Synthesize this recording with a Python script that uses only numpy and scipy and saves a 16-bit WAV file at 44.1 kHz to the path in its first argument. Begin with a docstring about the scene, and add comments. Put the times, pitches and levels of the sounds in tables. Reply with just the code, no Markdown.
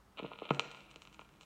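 """A stylus lands on a spinning single with a thump, then reads one sharp click and the crackle of
dust in the lead-in groove. Before it lands, the fingers lowering the tonearm rub and bump it, and
the arm conducts these vibrations to the pickup. The record player's small loudspeaker colours the
thump, clicks, crackle, bumps and rubbing; a low groove rumble sounds alongside them in a live room,
over faint noise and hum."""
import sys
import numpy as np
from scipy import signal
from scipy.fft import rfft, irfft
from scipy.io import wavfile

SR = 44100
rng = np.random.default_rng(int(sys.argv[2]) if len(sys.argv) > 2 else 0)


def output_pcm(signal):
    """Save a mono or channel-first signal as 16-bit PCM at the path in sys.argv[1].

    Samples are clipped to [-1, 1] before scaling.
    """
    pcm = np.clip(np.atleast_2d(signal).T, -1, 1) * 32767
    wavfile.write(sys.argv[1], SR, np.round(pcm).astype(np.int16))


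N = 63945
TIME = np.arange(N) / SR
LANDING_S = .5073


def landing(click):
    """Impact excitation: the stylus gives a sudden, slowly relaxing push that rings a mode of the deck."""
    push = low_pass(click, hz=130, order=1)
    thump = low_pass(push, hz=2200, order=3)
    deck = resonance(thump, hz=139.8, db=8, t60=0.41)
    return place(thump + deck, LANDING_S, db=-14.5)


def groove(click):
    """Shot noise: each speck of dust deflects the stylus with one impulse, over continuous rumble."""
    # single specks: (time [s], peak level [dB], contact low-pass corner [Hz])
    specks = [(0.5098, -36.5, 5800), (0.5380, -43, 6900), (0.5469, -34.5, 6550), (0.5952, -14.5, 4300),
              (0.6543, -51, 6000), (0.674, -49, 5000), (0.7064, -44, 6100), (0.7142, -36.5, 6040),
              (0.747, -38.5, 2980), (0.771, -45.5, 3030), (.8060, -44.5, 5400), (0.9063, -51, 6030),
              (0.9127, -43.5, 5900), (0.9420, -48, 5240), (.9596, -36, 5600), (0.9597, -46, 463),
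              (1.0198, -39.5, 7500), (1.052, -43.5, 5040), (1.0734, -42, 5500), (1.128, -48.5, 6100),
              (1.1448, -44.5, 6500), (1.1930, -37, 1530), (1.2123, -45, 2540), (1.2172, -46.5, 990),
              (1.2909, -53, 6940), (1.4104, -42, 7260), (1.4323, -46.5, 8200)]
    # dirty stretches of groove, Gaussian in time: (centre time [s], half-width [s], rms level [dB])
    dirty_stretches = [(0.552, 0.028, -65.5), (0.717, 0.0053, -62), (0.778, 0.063, -71), (0.911, 0.01, -64),
                       (1.03, 0.017, -67.5), (1.14, 0.014, -68), (1.217, 0.021, -70.5),
                       (1.422, 0.017, -65.5)]
    # rumble spectrum: (frequency [Hz], relative spectral level [dB])
    rumble_spectrum = [(90, -54), (140, 11.5), (230, -16), (320, 1.5), (500, -35), (1300, -42), (1800, -31),
                       (2700, -20.5), (6000, -40)]
    pops = sum(place(-high_pass(low_pass(click, corner), hz=217), s, db) for s, db, corner in specks)
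    dirt = sum(from_db(db) * np.exp(-((TIME - s) / half_s) ** 2) for s, half_s, db in dirty_stretches)
    grit = through(grains(per_s=990, spread_db=0), click)
    scratches = dirt * rms_one(high_pass(grit, hz=4470, order=1))
    crackle = from_db(-77.5) * rms_one(through(grains(per_s=270, spread_db=5), click))
    rumble = from_db(-68.5) * noise(rumble_spectrum)
    return pops + scratches + (crackle + rumble) * (TIME > LANDING_S)


def handling(click):
    """Structure-borne sound: the arm carries finger impacts and friction to the pickup, losing treble."""
    # soft bumps of the hand: (time [s], peak level [dB], lower band edge [Hz], upper band edge [Hz])
    hand_bumps = [(0.1961, -35.5, 237, 574), (0.2241, -36, 126, 333), (0.239, -38, 119, 260),
                  (0.2459, -34, 114, 565), (0.261, -46, 132, 330), (.3160, -35, 467, 930),
                  (0.4190, -32.5, 314, 497), (0.421, -38.5, 760, 1230)]
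    # dry ticks of the fingers: (time [s], peak level [dB])
    finger_ticks = [(0.173, -40.5), (0.1917, -32.5), (0.2314, -39), (.2575, -55), (0.2631, -38.5),
                    (0.3336, -37), (0.388, -35.5), (0.3983, -43.5), (0.442, -47), (0.453, -36),
                    (0.4564, -37.5), (0.489, -43), (0.4915, -32.5), (0.505, -25)]
    # envelope of the fingers' friction: (time [s], level [dB])
    rub_levels = [(.14, -91), (.185, -47.5), (.215, -57), (.26, -56), (.30, -63.5), (.345, -55),
                  (.375, -65.5), (.455, -54), (.478, -60.5), (.50, -53.5), (.52, -64)]
    bumps = sum(place(high_pass(low_pass(click, high, order=3), low, order=3), s, db)
                for s, db, low, high in hand_bumps)
    arm = low_pass(click, hz=3840, order=8) + from_db(-18) * click  # a little treble leaks through
    tick = low_pass(arm, hz=5800, order=1)
    ticks = sum(place(tick, s, db) for s, db in finger_ticks)
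    slip = low_pass(arm, hz=3320, order=1)
    rub = rms_one(through(grains(per_s=1700, spread_db=8.5), slip))
    rub_envelope = from_db(np.interp(TIME, *np.transpose(rub_levels))) * (TIME < rub_levels[-1][0])
    return bumps + ticks + rub * rub_envelope


def speaker_click(size=16384):
    """The loudspeaker's impulse response: a minimum-phase pulse with modal ringing and dispersion."""
    # magnitude response: (frequency [Hz], gain [dB])
    response = [(70, -42), (105, -36.5), (145, -10.5), (250, -9.5), (390, -10.5), (470, -7.5), (820, -4.5),
                (1000, 0), (1180, -3.5), (1400, 4), (1510, -18), (1950, -13), (2250, -0.5), (3000, 3.5),
                (3300, -3.5), (4200, -3.5), (4480, -18.5), (4750, -8), (5150, -19), (5650, -7.5),
                (6150, -11), (7200, -9), (8250, -13), (8700, -20), (9900, -32), (15500, -31.5)]
    # cabinet and cone modes: (frequency [Hz], gain over the direct sound [dB], decay time T60 [s])
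    modes = [(164, 0, 0.066), (276.6, -3.5, 0.1), (341.5, -6, 0.19), (467.5, 7.5, 0.13), (594, 1.5, 0.22),
             (926, -9.5, 0.17), (1029, -1, 0.1), (1274, -5, 0.14), (2390, 6, 0.22), (2590, -8, 0.67)]
    # registers that answer late: (frequency [Hz], added group delay [s])
    lags = [(330, 0.0021), (900, 0.00028), (2700, 0.00021), (5800, 0.00024), (7800, 0.0022)]
    gain = from_db(at_hz(response, np.arange(size // 2 + 1) * SR / size))
    cepstrum = irfft(np.log(gain))
    cepstrum[1:size // 2] *= 2  # folding onto positive time gives minimum phase
    cepstrum[size // 2 + 1:] = 0
    direct = irfft(np.exp(rfft(cepstrum)))
    click = direct + sum(resonance(direct, hz, db, t60) for hz, db, t60 in modes)
    for hz, lag_s in lags:
        allpass = poles(hz, np.exp(-2 / (lag_s * SR)))
        click = signal.lfilter(allpass[::-1], allpass, click)
    return click


def room(x):
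    """Reverberation: early reflections and a diffuse tail, decaying band by band, join the direct sound."""
    # reflections from nearby surfaces: (delay [s], level [dB])
    reflections = [(.0018, -22.5), (.0032, -18.5), (.0093, -14)]
    # diffuse tail: (frequency [Hz], level [dB], reverberation time T60 [s])
    reverberation = [(144, -12.5, 0.38), (415, -8, 0.63), (600, -9.5, 1.02), (1190, -14.5, 1.1),
                     (1790, 1.5, 0.51), (2650, -17, 1.5), (6860, -7, 0.33), (9400, -4.5, 0.12),
                     (14200, -8, 0.29)]
    white = rfft(rng.standard_normal(2 * N))
    hz = np.arange(N + 1) * SR / (2 * N)
    edges_hz = np.geomspace(60, 16000, 17)
    tail = np.zeros(N)
    for low, high in zip(edges_hz, edges_hz[1:]):
        centre = np.sqrt(low * high)
        decay_rate = np.log(1000) / at_hz(reverberation, centre, column=2)
        band = irfft(white * (hz >= low) * (hz < high))[:N]
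        decay = np.sqrt(2 * decay_rate / SR) * np.exp(-decay_rate * TIME)  # unit energy
        tail += band * from_db(at_hz(reverberation, centre)) * decay
    tail *= np.minimum(TIME / 0.0011, 1) ** 2  # builds up in 1.1 ms
    echoes = sum(from_db(db) * np.pad(x, (int(s * SR), 0))[:N] for s, db in reflections)
    return x + low_pass(echoes, hz=2870) + through(x, tail)


def background():
    """The noise floor: broadband room noise and a faint pure tone of mains hum."""
    # mains hum: (frequency [Hz], rms level [dB])
    hum_tones = [(200, -74.5)]
    # room noise spectrum: (frequency [Hz], relative spectral level [dB])
    room_spectrum = [(20, -57), (31, -8), (52, 3), (90, -4.5), (300, -8.5), (600, -12), (1150, -10.5),
                     (1900, -19), (2600, -23), (15500, -36)]
    hum = sum(from_db(db) * np.sqrt(2) * np.sin(2 * np.pi * (hz * TIME + rng.random()))
              for hz, db in hum_tones)
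    return hum + from_db(-66) * noise(room_spectrum)


def grains(per_s, spread_db):
    """A Poisson train of impulses of random sign, their levels scattered upward by spread_db."""
    sizes = from_db(spread_db * np.minimum(rng.exponential(1, N), 3))
    return sizes * rng.choice([-1, 1], N) * (rng.random(N) < per_s / SR)


def noise(spectrum):
    """Spectral shaping: white noise takes on the given colour, at rms 1."""
    hz = np.arange(N + 1) * SR / (2 * N)
    white = rfft(rng.standard_normal(2 * N))
    return rms_one(irfft(white * from_db(at_hz(spectrum, hz)))[:N])


def resonance(x, hz, db, t60):
    """Forced vibration of one damped mode, with gain db at its peak."""
    r = np.exp(-np.log(1000) / (t60 * SR))
    return from_db(db) * signal.lfilter([1 - r, 0, r - 1], poles(hz, r), x)


def poles(hz, r):
    """Feedback coefficients of a damped oscillator with pole radius r."""
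    return [1, -2 * r * np.cos(2 * np.pi * hz / SR), r * r]


def low_pass(x, hz, order=2):
    """Butterworth low-pass."""
    return signal.sosfilt(signal.butter(order, hz, fs=SR, output="sos"), x)


def high_pass(x, hz, order=2):
    """Butterworth high-pass."""
    return signal.sosfilt(signal.butter(order, hz, "high", fs=SR, output="sos"), x)


def through(x, response):
    """Convolution with an impulse response."""
    return signal.fftconvolve(x, response)[:N]


def place(pulse, s, db):
    """Delay a pulse by s seconds and scale its peak to db."""
    return np.pad(pulse, (int(s * SR), N))[:N] * from_db(db) / np.abs(pulse).max()


def at_hz(points, hz, column=1):
    """Interpolate a table column on a log-frequency axis."""
    table = np.array(points)
    return np.interp(np.log(np.maximum(hz, 1)), np.log(table[:, 0]), table[:, column])


def from_db(db):
    """Decibels to amplitude ratio."""
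    return 10 ** (np.asarray(db) / 20)


def rms_one(x):
    """Normalise to rms 1."""
    return x / np.sqrt(np.mean(x ** 2) + 1e-20)


def scene():
    """Superposition: handling, landing and groove add and reverberate in the room, over the noise floor."""
    click = speaker_click()
    player = handling(click) + landing(click) + groove(click)
    return (room(player) + background())[None]


def record(dry):
    """Band limiting: a steep elliptic low-pass cuts the treble above 15.8 kHz."""
    return signal.sosfilt(signal.ellip(10, .1, 70, 15800, fs=SR, output="sos"), dry)


dry = scene()
out = record(dry)
output_pcm(out)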